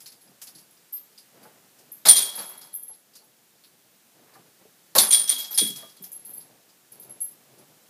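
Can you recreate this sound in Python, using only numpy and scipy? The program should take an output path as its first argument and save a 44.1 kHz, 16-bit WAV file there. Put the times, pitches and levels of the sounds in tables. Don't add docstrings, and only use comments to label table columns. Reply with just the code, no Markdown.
import sys
import numpy as np
from scipy import signal
from scipy.fft import rfft, irfft, next_fast_len
from scipy.io import wavfile
from scipy.ndimage import uniform_filter1d

SR = 44100
rng = np.random.default_rng(int(sys.argv[2]) if len(sys.argv) > 2 else 0)


def elevation(decibels):
    levels = np.asarray(decibels, float)
    return 10 ** (levels / 20)


def materialize(psi):
    bounded = np.clip(np.atleast_2d(psi).T, -1, 1)
    quanta = np.round(bounded * 32767).astype(np.int16)
    wavfile.write(sys.argv[1], SR, quanta)


N = 347949

LINK_HZ = 11100, 12950, 13990
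# t/s, rattle level/dB, disc drumming level/dB, link clink level/dB
TANGLES = [(2.052, -26, -26, -24), (2.063, -25, -29.5, -22), (2.084, -13.5, -36.5, -20),
           (2.108, -26, -49.5, -28), (2.157, -27, -44.5, -26), (2.177, -28, -41, -28),
           (2.24, -40.5, -48, -36), (2.32, -47, -47, -42), (2.375, -45.5, -38.5, -38),
           (2.49, -57, -48, -31), (2.61, -56.5, -53.5, -44), (4.951, -25, -24.5, -20),
           (4.981, -18, -29.5, -14), (5.022, -29.5, -31.5, -22), (5.106, -29.5, -44.5, -30),
           (5.124, -26.5, -40.5, -24), (5.179, -36.5, -49, -34), (5.276, -34, -52, -34),
           (5.292, -31.5, -46, -21), (5.38, -40, -51, -27), (5.506, -45, -51, -36),
           (5.575, -25.5, -49, -20.5), (5.622, -39, -61.5, -36), (5.76, -50, -55, -38)]


def rms_one(x):
    return x / np.sqrt(np.mean(x ** 2) + 1e-20)


def at_hz(points, hz):
    point_hz, values = np.transpose(points)
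    return np.interp(np.log(hz + 1), np.log(point_hz), values)


def colour(x, spectrum):
    size = next_fast_len(len(x))
    hz = np.fft.rfftfreq(size, 1 / SR)
    shaped = irfft(rfft(x, size) * elevation(at_hz(spectrum, hz)), size)
    return rms_one(shaped[:len(x)])


def ring(clicks, hz, t60):
    radius = elevation(-60 / (t60 * SR))
    angle = 2 * np.pi * hz / SR
    feedback = [1, -2 * radius * np.cos(angle), radius * radius]
    return signal.lfilter([0, np.sin(angle)], feedback, clicks + 1e-18)


def butter(x, order, hz, kind):
    return signal.sosfilt(signal.butter(order, hz, kind, fs=SR, output="sos"), x)


def add(out, s, sound):
    i = round(s * SR)
    out[i:i + len(sound)] += sound[:N - i]


def grains(per_s, spread_db):
    sizes = elevation(spread_db * np.minimum(rng.exponential(1, N), 4)) * rng.choice([-1, 1], N)
    return rms_one(sizes * (rng.random(N) < per_s / SR))


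def flutter(depth_db, span):
    wander = uniform_filter1d(uniform_filter1d(rng.standard_normal(N), span), span)
    return elevation(depth_db * rms_one(wander))


def swells(moves):
    t = np.arange(N) / SR
    return sum(elevation(db) * np.exp(-((t - s) / half) ** 2) for s, db, half in moves)


def microphone_hiss():
    # f/Hz, density/dB
    hiss_spectrum = [(24, -52), (40, -22.5), (91, -23.5), (169, -5.5), (792, -12.5), (1400, -12),
                     (1760, -11), (1890, -12.5), (15300, -12)]
    # t/s, level/dB
    hiss_level = [(0, -64.5), (1.1, -63.5), (2.0, -63.5), (2.9, -66.5), (4.9, -63.5), (5.9, -62.5),
                  (6.7, -64.5), (7.89, -63)]
    level_db = np.interp(np.arange(N) / SR, *np.transpose(hiss_level))
    return colour(rng.standard_normal(N), hiss_spectrum) * elevation(level_db + 5.5)


def thrower():
    # middle t/s, level/dB, half length/s
    shuffles = [(.3, -64.5, .05), (.553, -71, .091), (1.398, -64, .063), (1.527, -64, .09),
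                (1.81, -73, .28), (3.25, -76, .076), (4.218, -64, .073), (4.397, -63, .1),
                (4.7, -75.5, .14), (5.8, -63, .08), (6.07, -65.5, .075), (6.3, -68, .1), (6.48, -61.5, .12),
                (6.985, -59, .045), (7.1, -59.5, .08), (7.441, -68, .15), (7.64, -63.5, .13)]
    # f/Hz, density/dB
    rustle_spectrum = [(41, -52.5), (70, -22.5), (128, -1), (240, -3), (362, -3.5), (794, -6.5),
                       (1100, -15), (5000, -24.5), (6500, -48), (11000, -120)]
    # middle t/s, level/dB, half length/s
    throws = [
        (.47, -66, .07),
        (1.45, -64, .14),
        (4.33, -64, .1),
    ]
    house_rumble_db = -70
    lumps = rms_one(uniform_filter1d(rng.standard_normal(N), 1500))
    rustle = colour(rng.standard_normal(N) * elevation(2.5 * lumps), rustle_spectrum)
    sleeve = rms_one(butter(grains(per_s=2500, spread_db=3.0), 2, (400, 2000), "band"))
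    return rustle * (elevation(house_rumble_db) + swells(shuffles)) + sleeve * swells(throws)


def clacks():
    # t/s, peak level/dB, bright part level/dB
    dull_clacks = [(.0024, -41.5, 2), (.0588, -32, -7), (.1174, -41.5, -5), (.2096, -50, -10),
                   (.4155, -33, 1), (.4678, -34, -5), (.5494, -39, -10), (.5807, -41, -6), (.9304, -47, -3),
                   (.969, -45, -20), (1.1777, -39, -8), (1.4295, -45.5, -7), (1.7853, -45.5, -3),
                   (2.3875, -30, -14), (2.6122, -41, -3), (2.931, -48, -14), (3.1333, -46, -8),
                   (3.1517, -37, -5.5), (3.6367, -40.5, -24.5), (4.336, -46, -7.5), (5.3814, -34, 3),
                   (5.4445, -29.5, -8.5), (5.6983, -36.5, 2), (5.7578, -31.5, -1.5), (5.8934, -43, -13),
                   (5.9665, -44, -10.5), (6.0371, -35.5, -6), (6.4028, -43.5, -17.5), (6.921, -48.5, -7.5),
                   (7.5804, -54, -1.5)]
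    # t/s, peak level/dB, centre f/Hz
    pitched_clacks = [
        (4.9815, -15, 6640),
        (4.9815, -11, 4210),
        (5.1223, -22, 4940),
        (5.2939, -22, 5740),
        (5.544, -33, 5140),
        (6.1164, -42.5, 6610),
        (6.255, -48, 4500),
        (6.6887, -49, 4670),
        (7.0234, -49, 4430),
        (7.2078, -44, 6590),
    ]
    pitched_bright_db = -7
    out, t = np.zeros(N), np.arange(SR // 5) / SR
    centres = 4700 * (1 + .035 * rng.standard_normal(len(dull_clacks)))
    rows = [(s, db, hz, bright_db) for (s, db, bright_db), hz in zip(dull_clacks, centres)]
    rows += [(*row, pitched_bright_db) for row in pitched_clacks]
    for s, db, hz, bright_db in rows:
        noise = rng.standard_normal(len(t))
        bright = elevation(bright_db + 3.5) * signal.lfilter([1, 0, -1], [1], noise)
        hump = rms_one(ring(ring(noise, hz, 4.2 / hz), hz, 8.9 / hz))
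        envelope = elevation(db - 10 - 60 * t / .14) * (1 - np.exp(-t / .0026))
        add(out, s, envelope * (hump + bright))
    return out


def links():
    # t/s, peak level/dB, second mode level/dB
    sway_clinks = [(.0169, -42, -26), (.0706, -39.5, -21), (.121, -55, -8), (.2124, -43.5, -13.5),
                   (.4304, -41.5, -10.5), (.4707, -41.5, -11.5), (.5462, -42, -13), (.584, -45, -10),
                   (.707, -46.5, -24), (.925, -32, 9.5), (.9624, -43.5, -10), (1.184, -48, -19),
                   (1.4281, -49.5, -3.5), (1.9161, -34, 4.5), (2.2111, -26.5, -13), (2.3524, -32.5, -1.5),
                   (2.3844, -30, -15.5), (2.4541, -36, -12), (2.576, -33, -11), (2.6304, -40.5, -4),
                   (2.7298, -37, -8), (2.740, -27, 2), (2.8258, -31, -7), (2.8794, -33.5, -18),
                   (2.953, -45, -12), (3.1567, -46, -11), (3.238, -52, -8), (3.6376, -52, -3),
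                   (4.336, -55, -6), (4.9634, -15, -6.5), (5.0476, -27, -12), (5.0879, -30, -4),
                 (5.25, -35, -11.5), (5.6446, -32, -8), (5.6696, -34, -17.5), (5.892, -52, -8),
                 (5.965, -48.5, -13), (6.0211, -37, 5), (6.1169, -32, -2), (6.1435, -32, -10),
                 (6.248, -31, -8), (6.2694, -39, -2), (6.2933, -38.5, 3), (6.3133, -41, -4),
                 (6.3347, -29, -3), (6.3724, -32, -17), (6.918, -40, -7), (6.997, -38.5, 2.5),
                 (7.095, -35, -14), (7.204, -23, -33), (7.2132, -22, -27), (7.2294, -47, 18.5),
                 (7.2761, -43, -16), (7.5806, -53, -14)]
    mode_t60_s, detune_spread = (.21, .24, .24), .0055
    crash_second_db = -4
    out, t = np.zeros(N), np.arange(SR // 3) / SR
    clinks = sway_clinks + [(s, db, crash_second_db) for s, _, _, db in TANGLES]
    rise = 1 - np.exp(-t / .0025)
    for s, db, second_db in clinks:
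        tick = butter(rng.standard_normal(len(t)), 3, [10500, 14500], "band")
        add(out, s, elevation(db - 7 - 60 * t / .1) * tick * rise)
        third_db = min(second_db, -2) - 3
        for hz, t60, mode_db in zip(LINK_HZ, mode_t60_s, (0, second_db, third_db)):
            detune = detune_spread * rng.standard_normal((3, 1)) * [[.5], [1.2], [1.7]]
            tones = np.sin(2 * np.pi * hz * (1 + detune) * t)
            add(out, s, elevation(db + mode_db - 6.5 - 60 * t / t60) * rise * ([.9, .55, .4] @ tones))
    return out


def pings():
    # t/s, peak level/dB, f/Hz, t60/s
    wire_pings = [(.0588, -37, 4330, .08), (.064, -42, 5400, .06), (.21, -52, 4300, .05),
                  (.276, -52, 4900, .05), (.416, -40, 5100, .05), (.551, -48, 4340, .05),
                  (.58, -50, 5000, .05), (.772, -51, 4900, .04), (.774, -53, 5700, .04),
                  (.967, -46, 5040, .05), (1.178, -39, 4850, .09), (2.053, -20, 3650, .04),
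                  (2.063, -14, 5050, .04), (2.064, -16, 4300, .05), (2.078, -14, 4400, .04),
                  (2.084, -9, 4400, .06), (2.086, -11, 5900, .05), (2.086, -13, 7100, .04),
                  (2.097, -13, 5200, .04), (2.114, -17, 5600, .04), (2.164, -18, 5900, .05),
                  (2.169, -14, 4170, .05), (2.178, -17, 4900, .05), (2.186, -18, 3800, .05),
                  (2.386, -32, 4380, .06), (2.613, -46, 4200, .06),
                  (4.961, -20, 4240, .04), (4.968, -18, 4900, .03), (4.981, -11, 6640, .04),
                    (4.982, -5, 4400, .05), (4.982, -12, 5900, .04), (4.982, -13, 7200, .04),
                    (4.986, -9, 3650, .05), (5.009, -14, 4450, .04), (5.107, -19, 6700, .04),
                    (5.123, -15, 7600, .05), (5.125, -16, 5900, .04), (5.135, -16, 4900, .05),
                    (5.15, -22, 5400, .06), (5.277, -22, 5890, .03), (5.293, -17, 5880, .05),
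                    (5.297, -24, 4500, .04), (5.32, -26, 3950, .06), (5.444, -31, 5000, .03),
                    (5.446, -33, 6100, .05), (5.516, -36, 6050, .05), (5.545, -28, 5100, .07),
                    (5.576, -20, 4370, .04), (5.577, -21, 6600, .05), (5.586, -17, 5900, .06),
                    (5.587, -20, 5000, .05), (5.587, -17, 3690, .05), (5.61, -24, 3900, .06),
                    (5.7, -32, 7500, .04), (5.758, -36, 5900, .04),
                  (.09, -47, 4200, .06), (.121, -49, 4600, .06), (.124, -52, 5400, .05),
                   (.16, -52, 4700, .05), (.478, -45, 4400, .05), (.505, -49, 5600, .05),
                   (.63, -54, 4600, .05), (3.58, -55, 4500, .04), (2.345, -34, 4300, .05),
                   (2.43, -40, 4100, .05), (2.482, -45, 4500, .05), (2.535, -46, 4300, .04),
                   (2.582, -48, 4100, .04), (2.628, -40, 5000, .05), (2.64, -48, 4000, .05),
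                   (2.672, -52, 4400, .05), (2.72, -54, 4300, .06), (3.135, -52, 4900, .05),
                   (3.165, -46, 4500, .08), (3.19, -50, 4300, .06), (3.215, -53, 4500, .06),
                   (5.24, -28, 5200, .04), (6.372, -48, 4600, .05), (6.7, -53, 4900, .05)]
    # pitch ratio, level/dB
    neighbours = [(1, 0), (1.035, -5), (.955, -7)]
    out, t = np.zeros(N), np.arange(SR // 6) / SR
    for s, db, hz, t60 in wire_pings:
        tones = sum(elevation(near_db) * np.sin(2 * np.pi * hz * ratio * t) for ratio, near_db in neighbours)
        add(out, s, elevation(db - 4 - 60 * t / t60) * (1 - np.exp(-t / .0006)) * tones)
    return out


def knocks():
    # t/s, peak level/dB, f/Hz, t60/s
    disc_knocks = [(1.451, -45, 875, .2), (2.058, -31, 851, .15), (2.38, -42.5, 872, .3),
                   (2.893, -52, 860, .2), (3.22, -58, 867, .14), (4.351, -48, 1200, .07),
                   (4.36, -48, 791, .11), (4.65, -48, 440, .048), (4.953, -22, 1030, .1),
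                   (4.962, -19, 1100, .1), (4.964, -23, 565, .1), (5.506, -47, 828, .12),
                   (5.58, -43, 870, .12), (5.826, -46, 1200, .1), (5.83, -45, 656, .09)]
    # t/s, peak level/dB, f/Hz, t60/s
    thuds = [
        (.29, -53, 170, .067),
        (.549, -51.5, 150, .15),
        (5.312, -48, 265, .2),
        (5.614, -27, 205, .1),
        (5.64, -36, 215, .2),
        (5.69, -39, 195, .12),
        (5.75, -49, 160, .12),
        (5.999, -46, 187, .12),
        (7.592, -49, 250, .058),
    ]
    out, t = np.zeros(N), np.arange(SR // 3) / SR
    # pitch ratio, dB
    rows = [(*row, .55, -5) for row in disc_knocks] + [(*row, 2.05, -5) for row in thuds]
    for s, db, hz, t60, ratio, other_db in rows:
        scuff = rng.standard_normal(len(t)) * elevation(-60 * t / .06) * (1 - np.exp(-t * hz / .7))
        modes = ring(scuff, hz, t60) + elevation(other_db) * ring(scuff, ratio * hz, .8 * t60)
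        puff = butter(scuff, 4, [.62 * hz, 1.7 * hz], "band")
        add(out, s, elevation(db) * (modes / np.abs(modes).max() + .9 * puff / np.abs(puff).max()))
    return out


def pole(rattle):
    # t/s, upper family level/dB, lower family level/dB against it
    pole_hits = [(1.1802, -49, -15), (2.0862, -1, -17), (2.0902, -1, -21), (2.0944, -2.5, -21),
                 (2.0985, -8, -9), (2.1094, -18, -4), (2.1264, -23, -3), (2.1644, -20, -8),
                 (2.1735, -14, -5), (2.1804, -19, -9), (2.1894, -26, -7), (2.2224, -27, -5),
                 (2.2914, -33, -3), (4.9841, -12, -16), (4.9914, -10, -17), (5.1064, -16, -10),
                 (5.1183, -13.5, -7), (5.1244, -7, -9), (5.144, -11, -10), (5.1921, -17, -20),
                 (5.2764, -19, -12.5), (5.2934, -11, -17), (5.3004, -18, 0), (5.364, -23, -7),
                 (5.5772, -12, -10), (5.5857, -16.5, -3), (5.5994, -24, 5), (5.6834, -32, -11)]
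    # f/Hz, level/dB, t60/s
    high_modes = [(9020, -14, .1), (9115, -1, .14), (9230, -8, .25), (9297, -11, .12), (9458, -12, .07),
                  (9590, -14, .06), (9670, -16, .07), (10126, -23, .14)]
    # f/Hz, level/dB, t60/s
    low_modes = [(3315, -9, 1.2), (3252, -6, .48), (3290, -5, .45), (3349, -4, .38), (3415, -8, .22),
                 (3465, -5, .24), (3617, -6, .18), (3767, -8, .16), (3957, -10, .14), (4211, -8, .1),
                 (4400, -7, .1)]
    # t/s, level/dB added above the first two
    landing = [
        (2.09, 6),
        (2.13, 3),
        (2.2, 9),
        (4.99, 4),
        (5.11, 3),
        (5.19, 7),
        (5.28, -3),
        (5.37, 0),
        (5.58, 8),
    ]
    s, high_db, low_db = np.transpose(pole_hits)
    high_db = np.minimum(high_db, 0)
    at, out = np.round(s * SR).astype(int), np.zeros(N)
    side_db = np.interp(s, *np.transpose(landing))
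    families = [(mode, high_db - 11 + side_db * (k > 1), -43) for k, mode in enumerate(high_modes)]
    families += [(mode, high_db + low_db - 14.5, -49) for mode in low_modes]
    for (hz, db, t60), blow_db, hum_db in families:
        clicks = elevation(db + hum_db) * rattle
        luck_db = 2.5 * rng.standard_normal(len(at))
        clicks[at] += elevation(blow_db + db + luck_db) * rng.choice([-1, 1], len(at))
        out += ring(clicks, hz, t60)
    return butter(out, 4, 2900, "high")


def chime(shake):
    blows, dealt = shake * grains(per_s=3500, spread_db=3.0), rng.integers(0, 24, N)
    pitches = np.geomspace(3500, 8600, 24) * (1 + .01 * rng.standard_normal(24))
    return sum(ring(blows * (dealt == k), hz, .045) for k, hz in enumerate(pitches))


def tangle():
    # f/Hz, density/dB
    rattle_spectrum = [(880, -39), (1500, -14), (2200, -8.5), (2820, -12.5), (3360, -3), (3890, 0),
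                       (7530, -8.5), (9320, -3), (10300, -0.5), (13400, -4.5), (15300, -7)]
    # f/Hz, density/dB
    drumming_spectrum = [(65, -47), (110, -25), (199, 0.5), (342, -5.5), (563, -1), (795, 0), (876, 0.5),
                         (1360, -3), (3000, -12), (3900, -32), (6600, -120)]
    longer_s_per_db = .015
    shake, drum, t = np.zeros(N), np.zeros(N), np.arange(SR // 2) / SR
    for s, rattle_db, drum_db, _ in TANGLES:
        rattle_t60 = np.clip(.1 + longer_s_per_db * (-14 - rattle_db), .05, .55)
        drum_t60 = np.clip(.25 + longer_s_per_db * (-26 - drum_db), .05, .6)
        rise = 1 - np.exp(-t / (.0022 * elevation(-.7 * (rattle_db + 20.5))))
        add(shake, s, rise * elevation(2 * (rattle_db - 60 * t / rattle_t60)))
        add(drum, s, rise * elevation(2 * (drum_db - 60 * t / drum_t60)))
    shake, drum = np.sqrt(shake), np.sqrt(drum)
    rattle = colour(grains(per_s=2600, spread_db=3.3), rattle_spectrum) * shake * elevation(6.0)
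    swing = shake * grains(per_s=400, spread_db=8.0)
    pitches = (1 + .009 * rng.standard_normal((5, 1))) * LINK_HZ
    jingle = sum(ring(np.roll(swing, 37 * k), hz, .04) for k, hz in enumerate(pitches.ravel()))
    drumming = colour(grains(per_s=3000, spread_db=2.5), drumming_spectrum) * drum * elevation(-.5)
    crash = rattle + elevation(-41) * jingle + elevation(-22) * chime(shake) + drumming
    contacts = shake * grains(per_s=3200, spread_db=7.0)
    return crash, contacts


def rings():
    # t/s, peak level/dB, f/Hz, t60/s
    clear_rings = [(2.086, -3, 9250, .08), (2.087, -19, 3442, .1), (2.093, 0, 9115, .1),
                   (2.101, -22, 3273, .2), (2.148, -24, 3257, .35), (2.157, -16, 9200, .08),
                   (2.165, -14, 9119, .1), (2.174, -13, 9230, .08), (2.188, -21, 9296, .15),
                   (2.22, -34, 3305, .25), (2.222, -22, 9280, .2), (2.268, -39, 3280, .35),
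                   (2.29, -43, 3391, .2), (2.06, -25, 12970, .08), (2.074, -22, 11040, .08),
                   (2.358, -33, 11040, .2), (2.36, -35, 12922, .3), (2.388, -30, 11030, .12),
                   (2.41, -40, 13027, .2),
                   (4.96, -17, 13019, .08), (4.984, -15, 9310, .12), (4.988, -24, 3469, .2),
                    (5.016, -13, 11020, .22), (5.018, -22, 12987, .08), (5.08, -28, 9280, .2),
                    (5.087, -22, 11110, .15), (5.107, -12, 9255, .12), (5.108, -26, 3297, .12),
                    (5.123, -22, 3404, .1), (5.129, -7.5, 9118, .2), (5.146, -19, 3353, .16),
                    (5.191, -20, 9282, .28), (5.283, -29, 3290, .5), (5.293, -14, 9105, .2),
                    (5.302, -26, 3290, .45), (5.365, -33, 3292, .35), (5.381, -33, 14055, .09),
                    (5.386, -30, 13005, .2), (5.508, -32, 12865, .2), (5.528, -33, 12950, .2),
                    (5.543, -28, 11060, .15), (5.577, -17, 9200, .1), (5.578, -28, 3294, .3),
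                    (5.586, -14, 9242, .2), (5.59, -23, 10839, .07), (5.595, -23, 3343, .25),
                    (5.638, -39, 13880, .3), (5.662, -33, 3320, .5), (5.673, -28, 11040, .1),
                    (5.675, -34, 12954, .15), (5.772, -39, 11111, .15), (7.222, -40, 13980, .25)]
    out, t = np.zeros(N), np.arange(SR // 2) / SR
    for s, db, hz, t60 in clear_rings:
        tone = np.sin(2 * np.pi * hz * t)
        twin = .3 * (hz > 8000) * np.sin(2 * np.pi * 1.0126 * hz * t)
        add(out, s, elevation(db + 1.5 - 60 * t / t60) * (1 - np.exp(-t / .001)) * (tone + twin))
    return out


def room(x):
    # f/Hz, t60/s
    room_t60 = [(100, 0.16), (1000, 0.12), (4000, 0.13), (15000, .2)]
    t, tail = np.arange(SR // 2) / SR, 0
    white = rng.standard_normal(len(t)) * np.clip((t - .003) / .0027, 0, 1)
    for low in 60 * 2 ** np.arange(9):
        octave = butter(white, 2, [low, min(2 * low, .45 * SR)], "band")
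        tail = tail + octave * elevation(-60 * t / at_hz(room_t60, .47 * low))
    tail_db = -8
    return x + elevation(tail_db) * signal.fftconvolve(x, tail / np.sqrt(np.sum(tail ** 2)))[:N]


def gapped_treble(x):
    # f/Hz, level/dB
    gap_depth = [(11600, 27), (13500, 22), (15300, 22)]
    hz, _, frames = signal.stft(x, SR, nperseg=1024)
    power = (np.abs(frames[:512]) ** 2).reshape(64, 8, -1).sum(axis=1)
    db = 10 * np.log10(uniform_filter1d(power, size=3, axis=1) + 1e-20)
    centre = hz[4:512:8]
    margin_db = np.where(centre > gap_depth[0][0], at_hz(gap_depth, centre), 200)[:, None]
    loudest_db = db[centre > 10500].max(axis=0)
    frames[:512] *= np.repeat(db > loudest_db - margin_db, 8, axis=0)
    return signal.istft(frames, SR, nperseg=1024)[1][:N]


def scene():
    crash, contacts = tangle()
    steel = links() * flutter(3.0, 120) + (pole(contacts) + rings()) * flutter(1.5, 200)
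    basket = steel + clacks() + pings() + knocks() + crash
    basket = butter(basket, 4, 105, "high")
    heard = butter(room(basket) + thrower(), 3, 90, "high")
    return (heard + microphone_hiss())[None]


def top_cut(x):
    return signal.sosfilt(signal.butter(12, 15620, fs=SR, output="sos"), x)


def record(dry):
    smooth = signal.sosfilt(signal.cheby2(16, 50, 15650, fs=SR, output="sos"), dry)
    uneven = smooth + .013 * smooth ** 2
    clipped = np.clip(uneven, -.99, .99)
    mix = gapped_treble(clipped[0])[None]
    return top_cut(mix)


dry = scene()
out = record(dry)
materialize(out)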